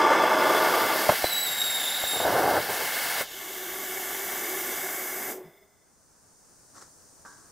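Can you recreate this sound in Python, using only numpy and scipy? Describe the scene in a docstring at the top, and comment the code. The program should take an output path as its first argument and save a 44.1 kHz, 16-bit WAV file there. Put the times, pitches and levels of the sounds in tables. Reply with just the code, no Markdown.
"""A small solid-fuel rocket motor burns close by on an outdoor stand, starting with a roar of shaped noise.
Slag pops (short pressure swings), a screech (gliding, fraying tones) joins, and the flame sputters in gusts.
Thrust then drops to a hollow hiss through case resonances, with a blown-bottle hum, and dies with a low gulp.
A quiet garden of high insect hiss and soft air (more noise) fades in, where someone runs off:
a scuff of gritty noise, then a hard footfall that sets off the ringing tones of a metal sheet."""
import sys
import numpy as np
from scipy import signal
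from scipy.fft import rfft, irfft
from scipy.io import wavfile
from scipy.ndimage import uniform_filter1d

SR = 44100
rng = np.random.default_rng(int(sys.argv[2]) if len(sys.argv) > 2 else 0)


def output_pcm(signal):
    """Save a mono or channel-first signal as 16-bit PCM at the path in sys.argv[1].

    Samples are clipped to [-1, 1] before scaling.
    """
    pcm = np.clip(np.atleast_2d(signal).T, -1, 1) * 32767
    wavfile.write(sys.argv[1], SR, np.round(pcm).astype(np.int16))


N = 331587
TIME = np.arange(N) / SR  # seconds
HZ = np.fft.rfftfreq(N, 1 / SR)
# thrust collapses at burnout; the last fuel is gone at EMPTY_S
BURNOUT_S, COLLAPSE_S, EMPTY_S = 3.22, 0.019, 5.315


def amp(db):
    """Turns decibels into a gain."""
    return 10 ** (np.asarray(db) / 20)


def unit(x):
    """Scales a signal to rms 1."""
    return x / np.sqrt(np.mean(x ** 2) + 1e-20)


def colour(points):
    """Gain of a spectrum whose points are joined on a log-frequency axis."""
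    hz, db = np.transpose(points)
    return amp(np.interp(np.log(HZ + 1), np.log(hz + 1), db))


def bumps(modes):
    """Gain of resonances (positive dB) or notches (negative dB) on a flat base."""
    return amp(sum(db / (1 + (2 * (HZ - hz) / width) ** 2) for hz, width, db in modes))


def peak(hz, width):
    """Gain of one resonance that lets only its own pitch region through."""
    return 1 / (1 + (2 * (HZ - hz) / width) ** 2)


def resonances(modes):
    """Gain of several separate resonances."""
    return sum(amp(db) * peak(hz, width) for hz, width, db in modes)


def wander(rate_hz):
    """Smooth random drift of rms 1, mostly slower than the given rate."""
    return unit(irfft(rfft(rng.standard_normal(N)) / (1 + (HZ / rate_hz) ** 4), N))


def turbulence(gain, band, width, gust_db=0, gust_hz=100):
    """Moving air: mid and side noise in gusts, then coloured; the mid has rms 1 inside the band."""
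    gusts = amp(gust_db * wander(gust_hz))
    spectrum = rfft(rng.standard_normal((2, N)) * gusts) * gain
    spectrum[1] *= width
    inside = (HZ > band[0]) & (HZ < band[1])
    return irfft(spectrum, N) / np.std(irfft(spectrum[0] * inside, N))


def scatter(share, decay):
    """Gain of the direct path plus reflections; only short waves bounce off the stand's small parts."""
    spray = rng.standard_normal(N) * np.exp(-TIME / decay)
    short_waves = HZ ** 2 / (HZ ** 2 + 2500 ** 2)
    return abs(1 + share * short_waves * rfft(spray) / np.linalg.norm(spray))


def ahead(x, side_db):
    """Mid and side of a source in front, with a little scattered sound from the sides."""
    spray = rng.standard_normal(N) * np.exp(-TIME / 0.004)
    scattered = irfft(rfft(x) * rfft(spray), N) / np.linalg.norm(spray)
    return np.array([x, amp(side_db) * scattered])


def held(end, release):
    """Full until the end, then an exponential release."""
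    return np.exp(-np.maximum(TIME - end, 0) / release)


def envelope(start, rise, end, release):
    """Straight attack, hold until the end, exponential release."""
    return np.clip((TIME - start) / rise, 0, 1) * held(end, release)


def burst(start, rise, decay):
    """An attack that starts to die away as soon as it is full."""
    return envelope(start, rise, start + rise, decay)


PUFF_RISE_S = 0.0051


def puffs(rows):
    """Gain over time of a series of short puffs of gas."""
    return sum(amp(db) * burst(s, PUFF_RISE_S, decay) for s, db, decay in rows)


# tone colour of the insect chorus: f/Hz, level/dB
INSECT_COLOUR = [(2500, -46), (3600, -22), (4600, -10), (6200, -3), (7700, -6.5), (9200, -4),
                 (10200, -15.5), (15000, -20)]
# tone colour of the outdoor air: f/Hz, level/dB
AIR_COLOUR = [(20, -5), (60, 1), (150, 1), (400, -1), (1000, -4.5), (1600, -7), (2200, -16.5),
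              (3200, -20.5), (8000, -27)]
# how widely the garden spreads around the listener: f/Hz, side level/dB
GARDEN_SPREAD = [(30, 1), (300, -6), (1500, -6.5), (5000, -6.5), (10000, 2)]
GARDEN_START_S, GARDEN_RISE_S = 5.31, 1.57
INSECTS_DB, AIR_DB, AIR_EARLY_SHARE = -59.7, -63, 0.32  # the air is faintly there all along


def garden():
    """A far chorus of insects, blended into a steady hiss, over soft outdoor air."""
    width = colour(GARDEN_SPREAD)
    insects = turbulence(colour(INSECT_COLOUR), (5000, 9500), width, gust_db=0.0, gust_hz=60)
    air = turbulence(colour(AIR_COLOUR), (100, 1500), width, gust_db=-1.1, gust_hz=12)
    fade_in = np.clip((TIME - GARDEN_START_S) / GARDEN_RISE_S, 0, 1)
    air_strength = AIR_EARLY_SHARE + (1 - AIR_EARLY_SHARE) * fade_in
    return amp(INSECTS_DB) * insects * fade_in + amp(AIR_DB) * air * air_strength


# feet on dry ground: t/s, level/dB, rise/s, decay/s
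STEPS = [(6.735, -49, 0.041, 0.052), (6.811, -51.5, .008, .018), (7.25, -53.5, .003, 0.2)]
# tone colour of grit and dry leaves underfoot: f/Hz, level/dB
GRIT_COLOUR = [(60, -16), (330, 6), (700, -1.5), (1300, 7.5), (1900, -2), (2600, -19), (6000, 2),
               (9000, -4), (11000, -18), (15000, -20)]


def footsteps():
    """Soles scrape over grit and dry leaves: rough noise that swells with each press of the foot."""
    press = sum(amp(db) * burst(s, rise, decay) for s, db, rise, decay in STEPS)
    return press * turbulence(colour(GRIT_COLOUR), (50, 15000), amp(-9), gust_db=-1.5, gust_hz=400)


# heel, sole and rebound knock the sheet: t/s, level/dB
SHEET_KNOCKS = [(7.2499, -42), (7.259, -49), (7.266, -50)]
# tone colour of the clatter: f/Hz, level/dB
CLATTER_COLOUR = [(100, -22.5), (450, -13), (800, 2), (1700, 5), (2100, -25), (5000, -34)]
# ringing tones of the metal sheet: f/Hz, level/dB, time to fall by 60 dB/s
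SHEET_MODES = [(540, -61.5, .4), (804, -51, .07), (972, -53.5, 0.38), (1140, -53.5, 0.64), (1390, -58, .5),
               (1560, -47, 0.47), (1650, -55, 0.77)]


def sheet():
    """Heel and sole knock a metal sheet: a short clatter, then its wavering modes ring on."""
    clatter = turbulence(colour(CLATTER_COLOUR), (400, 2000), amp(-12))
    blows = sum(amp(db) * (TIME > s) * np.exp(-abs(TIME - s) / 0.005) for s, db in SHEET_KNOCKS)
    t = np.maximum(TIME - SHEET_KNOCKS[0][0], 0)
    ring = np.zeros(N)
    for hz, db, t60 in SHEET_MODES:
        phase = 2 * np.pi * hz * t + 0.777 * wander(52)
        ring += amp(db - 60 * t / t60) * np.sin(phase)
    return clatter * blows + ahead(ring * np.minimum(t / 0.0028, 1), side_db=-9.5)


# cancellations heard beside the stand, used for most motor sounds: f/Hz, width/Hz, level/dB
NOTCHES = [(1285, 39, -13), (1914, 60, -22), (2410, 160, -18)]
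# tone colour of the guttering flame: f/Hz, level/dB
FLUTTER_COLOUR = [(30, -25), (100, -30), (160, -12), (260, -8), (380, -1), (520, -2.5), (800, -7.5),
                  (1100, -14), (2500, -26), (6000, -40)]
# the flame gutters as it goes out: t/s, level/dB, decay/s
GUTTERS = [(5.19, -42, 0.06), (5.295, -40.5, 0.089), (5.465, -65, 0.016)]
# resonances of the empty case: f/Hz, width/Hz, level/dB
SINGING_MODES = [(397, 43, 8.5), (647, 81, 1), (2000, 82, 3), (2140, 110, -2), (3490, 220, -7),
                 (5100, 120, -7), (8600, 200, -13), (13650, 220, -11), (14830, 250, -8)]
SINGING_SPELL, SINGING_DB = (5.25, 0.15, 5.6, 0.16), -61  # start, rise, end, release in s
LAST_GULP = (5.44, 0.022, 0.022)  # start, rise, decay in s
LAST_GULP_HZ, LAST_GULP_WIDTH_HZ, LAST_GULP_DB = 163, 50, -48.5


def flameout():
    """The flame flutters and goes out with a low gulp, and the last gas sings in the case."""
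    flutter = turbulence(colour(FLUTTER_COLOUR), (100, 900), amp(-42), gust_db=1.5, gust_hz=80)
    gulp = turbulence(peak(LAST_GULP_HZ, LAST_GULP_WIDTH_HZ), (100, 300), amp(-24))
    case = resonances(SINGING_MODES) * bumps(NOTCHES)
    singing = turbulence(case, (200, 15500), amp(-29), gust_db=3.0, gust_hz=30)
    flutter = flutter * puffs(GUTTERS)
    gulp = amp(LAST_GULP_DB) * gulp * burst(*LAST_GULP)
    singing = amp(SINGING_DB) * singing * envelope(*SINGING_SPELL)
    return flutter + gulp + singing


HUM_HZ, HUM_WIDTH_HZ, HUM_DB, HUM_SIDE_DB = 374, 36.5, -46, -28
HUM_SPELL = (3.26, 0.26, 5.45, 0.04)  # start, rise, end, release in s
HUM_STEADY = 0.45  # 0 leaves the swells alone, higher evens them out
# one flare-up; its level is that of the extra hum, added to the hum already there
SURGE_S, SURGE_RISE_S, SURGE_DECAY_S, SURGE_EXTRA_DB = 4.4, 0.077, 0.15, 6.5


def hum():
    """The case sounds like a blown bottle; the oscillation partly steadies itself and flares up once."""
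    air = turbulence(peak(HUM_HZ, HUM_WIDTH_HZ), (250, 500), amp(HUM_SIDE_DB))
    swell = abs(signal.hilbert(air[0]))
    air /= (swell + 0.3) ** HUM_STEADY
    surge = 1 + amp(SURGE_EXTRA_DB) * burst(SURGE_S, SURGE_RISE_S, SURGE_DECAY_S)
    return amp(HUM_DB) * air / np.std(air[0]) * envelope(*HUM_SPELL) * surge


GLOW_START, GLOW_STALL_S, GLOW_RECOVER_S = 0.38, 0.043, 0.073  # low share, time it stays low, recovery
GLOW_TOP_S, GLOW_ARCH_DB_PER_S2 = 4.62, 4.5


def glow():
    """How strongly the last fuel burns: it recovers after burnout, then follows one broad arch."""
    onset = np.clip((TIME - BURNOUT_S) / COLLAPSE_S, 0, 1)
    recovery = 1 - (1 - GLOW_START) * held(BURNOUT_S + GLOW_STALL_S, GLOW_RECOVER_S)
    arch = amp(-GLOW_ARCH_DB_PER_S2 * (TIME - GLOW_TOP_S) ** 2)
    return onset * recovery * arch


# tone colour of the soft hiss: f/Hz, level/dB
EMBER_HISS_COLOUR = [(1500, -39), (2500, -8.5), (2750, -10), (3450, -8.5), (4200, -16.5), (5000, -2.5),
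                     (5550, -8), (6300, -3), (7600, -0.5), (9300, -4.5), (11500, -1), (13600, 2),
                     (14800, 2.5), (15700, -18)]
# tone colour of the hollow body sound: f/Hz, level/dB
EMBER_BODY_COLOUR = [(30, -23), (120, -15), (280, -1.5), (520, -2), (750, 5), (980, -4), (1500, 2),
                     (2200, 7), (2550, -7), (4000, -20)]
# resonances of the emptying case: f/Hz, width/Hz, level/dB
CASE_MODES = [(383, 36, 9), (1136, 45, 7.5), (1740, 41, 2.5), (2266, 79, 4), (3445, 84, 4), (5910, 57, 9.5),
              (6740, 66, 6), (12120, 40, 5), (12900, 44, 4), (13720, 95, -3), (14100, 130, 5)]
# tone colour of the last grains rasping in the nozzle: f/Hz, level/dB
RASP_COLOUR = [(1500, -2.5), (2500, 5.5), (3200, 9), (3500, 8), (4300, 0), (5500, -0.5), (7000, 1),
               (9000, -13), (15000, -11)]
EMBER_SIDE_DB = -19
# levels before the glow shapes them; releases once the fuel is gone
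EMBER_HISS_DB, EMBER_HISS_RELEASE_S = -34.5, 0.036
EMBER_BODY_DB, EMBER_BODY_RELEASE_S = -36.5, 0.017
SEEP_DB, SEEP_DECAY_S = -17, 0.21  # share of the gas that seeps out afterwards
RASP_DB, RASP_RISE_S, RASP_END_S, RASP_RELEASE_S = -47, 0.014, 4.72, 0.27  # fades first


def embers():
    """With the pressure gone, gas blows softly through the hollow case and rasps in the nozzle."""
    notches, width = bumps(NOTCHES), amp(EMBER_SIDE_DB)
    case = bumps(CASE_MODES) * notches
    hiss_gain = colour(EMBER_HISS_COLOUR) * case * scatter(0.56, 0.021)
    hiss = turbulence(hiss_gain, (5000, 15000), width, gust_db=0.3, gust_hz=298.5)
    body = turbulence(colour(EMBER_BODY_COLOUR) * case, (250, 2300), width, gust_db=0.84, gust_hz=89)
    rasp_gain = colour(RASP_COLOUR) * notches * scatter(1.0, 0.021)
    rasp = turbulence(rasp_gain, (2500, 4000), width, gust_db=1.5, gust_hz=196)
    seep = amp(SEEP_DB) * held(EMPTY_S, SEEP_DECAY_S)
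    hiss_end = held(EMPTY_S, EMBER_HISS_RELEASE_S)
    hiss *= amp(EMBER_HISS_DB) * np.maximum(hiss_end, amp(-4.5) * seep)
    body *= amp(EMBER_BODY_DB) * np.maximum(held(EMPTY_S, EMBER_BODY_RELEASE_S), seep)
    rasp *= amp(RASP_DB) * envelope(BURNOUT_S, RASP_RISE_S, RASP_END_S, RASP_RELEASE_S) * hiss_end
    return (hiss + body) * glow() + rasp


# slag passing the nozzle: t/s, level/dB, f/Hz, length/s
POPS = [(1.0938, -7, 640, 0.0028), (1.0962, -11, 995, 0.0012), (1.1007, -15.5, 700, 0.0022),
        (1.122, -19, 600, 0.0027), (1.2435, -10.5, 675, 0.0013), (2.039, -20, 713, 0.0016)]
# tone colour of the gas torn loose by a pop: f/Hz, level/dB
CRACK_COLOUR = [(30, -17), (90, 1), (160, -3.5), (400, 2), (1500, -4.5), (2300, -8), (4000, -24.5),
                (12000, -33)]
CRACK_DB, CRACK_RISE_S, CRACK_DECAY_S = -11.5, 0.001, 0.0056  # level relative to its pop


def pops():
    """Each lump of slag chokes the throat and is blown out: a short pressure swing and a crack of gas."""
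    out = np.zeros(N)
    gas = unit(irfft(rfft(rng.standard_normal(N)) * colour(CRACK_COLOUR), N))
    for s, db, hz, length in POPS:
        t = TIME - s
        swing = np.exp(-(t / length) ** 2) * np.sin(2 * np.pi * hz * t)
        crack = amp(CRACK_DB) * gas * burst(s - length, CRACK_RISE_S, CRACK_DECAY_S)
        out += amp(db) * (swing + crack)
    return out


# each state that the jet's shock cells lock into:
# start t/s, f/Hz, glide/(Hz per s), level/dB, roughness 0-1
SCREECH_STATES = [(1.222, 4044, -500, -34, 0.37), (1.322, 3890, 350, -29, 0.2), (1.465, 3780, 0, -30, 0.4),
                  (1.533, 3790, -3, -33, 0.4), (1.585, 3776, 1.5, -29, 0.25),
                  (1.664, 3765, -350, -30, 0.42), (1.788, 3630, 348.5, -30, 0.85),
                  (2.081, 3725, -1.5, -29, 0.12), (2.17, 3690, 701, -32, 0.54)]
# strength of harmonics 1 to 4: level/dB
SCREECH_PARTIALS_DB = [-2.5, -8.5, -8.5, -14.5]
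SCREECH_END_S, SCREECH_RISE_S, SCREECH_RELEASE_S, SCREECH_SIDE_DB = 2.235, 0.024, 0.019, -22


def screech():
    """Feedback between shock cells and nozzle lip: a whistle that jumps, and frays as it loses lock."""
    starts = np.transpose(SCREECH_STATES)[0]
    state = np.maximum(np.searchsorted(starts, TIME) - 1, 0)
    since, hz, glide, level_db, rough = np.array(SCREECH_STATES)[state].T
    rough = np.clip(rough, 0, 1)
    pitch = hz + glide * (np.minimum(TIME, SCREECH_END_S) - since)
    pitch += 6 * wander(55) + 95 * rough * wander(490)  # unsteadiness in Hz
    phase = 2 * np.pi * np.cumsum(pitch) / SR
    tone = np.zeros(N)
    for k, db in enumerate(SCREECH_PARTIALS_DB, 1):
        fray = (wander(190) + 1j * wander(190)) / np.sqrt(2)
        loop = np.sqrt(1 - rough ** 2) + rough * fray
        loop /= np.sqrt(1 + abs(loop) ** 2)  # the feedback saturates
        tone += amp(db + 2.7 * wander(90)) * (loop * np.exp(1j * k * phase)).real
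    strength = amp(uniform_filter1d(level_db, size=600))  # softens the jumps in level
    strength *= envelope(starts[0], SCREECH_RISE_S, SCREECH_END_S, SCREECH_RELEASE_S)
    return unit(tone * amp(1.0 * wander(80))) * strength


# single coughs before and after the ragged spell: t/s, level/dB, decay/s
COUGHS = [(2.128, -32, 0.016), (2.154, -32, 0.023), (2.197, -26, 0.012), (2.688, -31.5, 0.04),
          (2.79, -34.5, 0.03), (3.203, -31.5, 0.016)]
SPUTTER_SPELL = (2.204, 0.056, 2.585, 0.0094)  # start, rise, end, release in s
SPUTTER_START_DB, SPUTTER_GROWTH_DB_PER_S = -28, 8
MUTTER_DB, MUTTER_DECAY_S = -37, 0.24


def sputtering():
    """Strength of the ragged burning: a growing spell, a mutter that outlasts it, and single coughs."""
    start, rise, end, _ = SPUTTER_SPELL
    growth = amp(SPUTTER_START_DB + SPUTTER_GROWTH_DB_PER_S * (TIME - start))
    spell = growth * envelope(*SPUTTER_SPELL)
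    mutter = amp(MUTTER_DB) * envelope(start, rise, end, MUTTER_DECAY_S)
    return spell + mutter + puffs(COUGHS)


# tone colour of the nozzle hiss: f/Hz, level/dB
HISS_COLOUR = [(40, -19.5), (150, -2.5), (400, 1), (780, 10), (1000, 2.5), (1250, 6.5), (1650, 12),
               (2150, 13), (2700, 5), (4300, 2), (7500, -1.5), (10000, -3), (14000, 4), (15500, -3.5)]
# strength of the jet's fine turbulence, before HISS_TRIM_DB: t/s, level/dB
JET_LEVEL = [(0.0, -47), (0.01, -56.5), (0.42, -47), (0.49, -43.5), (1.17, -39.5), (1.42, -44),
             (2.39, -43.5), (3.07, -44), (3.2, -42)]
# tone colour of the flame's roar: f/Hz, level/dB
FLAME_COLOUR = [(30, -47), (90, -23.5), (130, -17.5), (200, -11), (350, 1.5), (600, 1), (1150, -0.5),
                (1700, -4.5), (2200, -2.5), (2800, -12.5), (4300, -25), (5200, -21), (8000, -29.5),
                (15000, -42.5)]
# resonances in the roar: f/Hz, width/Hz, level/dB
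FLAME_MODES = [(351, 110, 1.5), (630, 22, 10), (887, 44, 11), (1182, 69, 11.5), (1470, 90, 6.5),
               (1760, 100, 6)]
# two narrow noise bands and one broad one, from the nozzle throat, riding on the roar:
# f/Hz, width/Hz, level/dB
THROAT_BANDS = [(3210, 50, -4), (3440, 55, -0.5), (5040, 700, -13.5)]
# tone colour of the ragged burning: f/Hz, level/dB
SPUTTER_COLOUR = [(25, -30), (90, -2), (200, -4.5), (400, 6.5), (760, 10), (1050, 0), (1500, 3),
                  (2200, -12), (4000, -39.5), (10000, -51)]
# tone colour of the throaty rush: f/Hz, level/dB
RUSH_COLOUR = [(60, -54), (300, -16), (750, -2), (1100, -6.5), (1500, -3), (2150, 2.5), (2800, -7.5),
               (4000, -14), (8000, -12)]
# how widely the close jet spreads: f/Hz, side level/dB
JET_SPREAD = [(30, -19), (200, -20), (700, -23), (1300, -23), (2400, -20.5), (4400, -18), (8000, -16.5),
              (14000, -18.5)]
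HISS_TRIM_DB, STAND_SHARE = -1.25, 0.42  # the share of the hiss that bounces off the stand
ROAR_NARROWER_DB = -8  # all but the hiss spread less
# the roar sags ever faster as pressure builds, and ends when the nozzle runs clean
FLAME_DB, FLAME_SAG_DB, FLAME_SAG_POWER, FLAME_END_S, FLAME_RELEASE_S = -21, 13.5, 3.86, 1.135, 0.028
# as thrust sags, slower eddies add a throaty rush until burnout
RUSH_START_S, RUSH_RISE_S, RUSH_DB = 2.685, 0.015, -36


def jet():
    """The roar ends early, sputtering comes and goes, and the hiss and late rush die away at burnout."""
    notches, width = bumps(NOTCHES), colour(JET_SPREAD)
    hiss_gain = colour(HISS_COLOUR) * notches * scatter(STAND_SHARE, 0.0013)
    hiss = turbulence(hiss_gain, (8500, 10500), width, gust_db=0.57, gust_hz=250)
    width = width * amp(ROAR_NARROWER_DB)
    flame_gain = colour(FLAME_COLOUR) * bumps(FLAME_MODES) * notches * scatter(0.55, 0.0095)
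    flame = turbulence(flame_gain, (300, 1500), width, gust_db=1.47, gust_hz=160)
    throat = turbulence(resonances(THROAT_BANDS), (3000, 6000), width, gust_db=2.0, gust_hz=60)
    flame += amp(-17.5) * throat
    sputter = turbulence(colour(SPUTTER_COLOUR) * notches, (250, 1000), width, gust_db=1.5, gust_hz=200)
    rush = turbulence(colour(RUSH_COLOUR) * notches, (500, 2500), width, gust_db=0.6, gust_hz=120)
    hiss *= amp(np.interp(TIME, *np.transpose(JET_LEVEL)) + HISS_TRIM_DB)
    sag_db = FLAME_SAG_DB * np.minimum(TIME / FLAME_END_S, 1) ** FLAME_SAG_POWER
    flame *= amp(FLAME_DB - sag_db) * held(FLAME_END_S, FLAME_RELEASE_S)
    rush *= amp(RUSH_DB) * np.clip((TIME - RUSH_START_S) / RUSH_RISE_S, 0, 1)
    together = hiss + flame + sputter * sputtering() + rush
    return together * held(BURNOUT_S, COLLAPSE_S) * amp(0.44 * wander(15))


def scene():
    """The motor lies ahead, the garden all around; late on, everything leans slightly left."""
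    whistle = ahead(screech(), side_db=SCREECH_SIDE_DB)
    slag = ahead(pops(), side_db=-26.5)
    motor = flameout() + hum() + embers() + slag + whistle + jet()
    mid, side = garden() + footsteps() + sheet() + motor
    lean = amp(np.interp(TIME, [5.4, 6.8], [0, 0.45]))
    return np.array([(mid + side) * lean, (mid - side) / lean])


EDGE_HZ = 15750


def record(dry):
    """Band limit: a steep low-pass filter removes the treble above the edge."""
    low_pass = signal.firwin(511, EDGE_HZ, window=("kaiser", 9), fs=SR)
    return signal.oaconvolve(dry, low_pass[None], "same", axes=1)


dry = scene()
out = record(dry)
output_pcm(out)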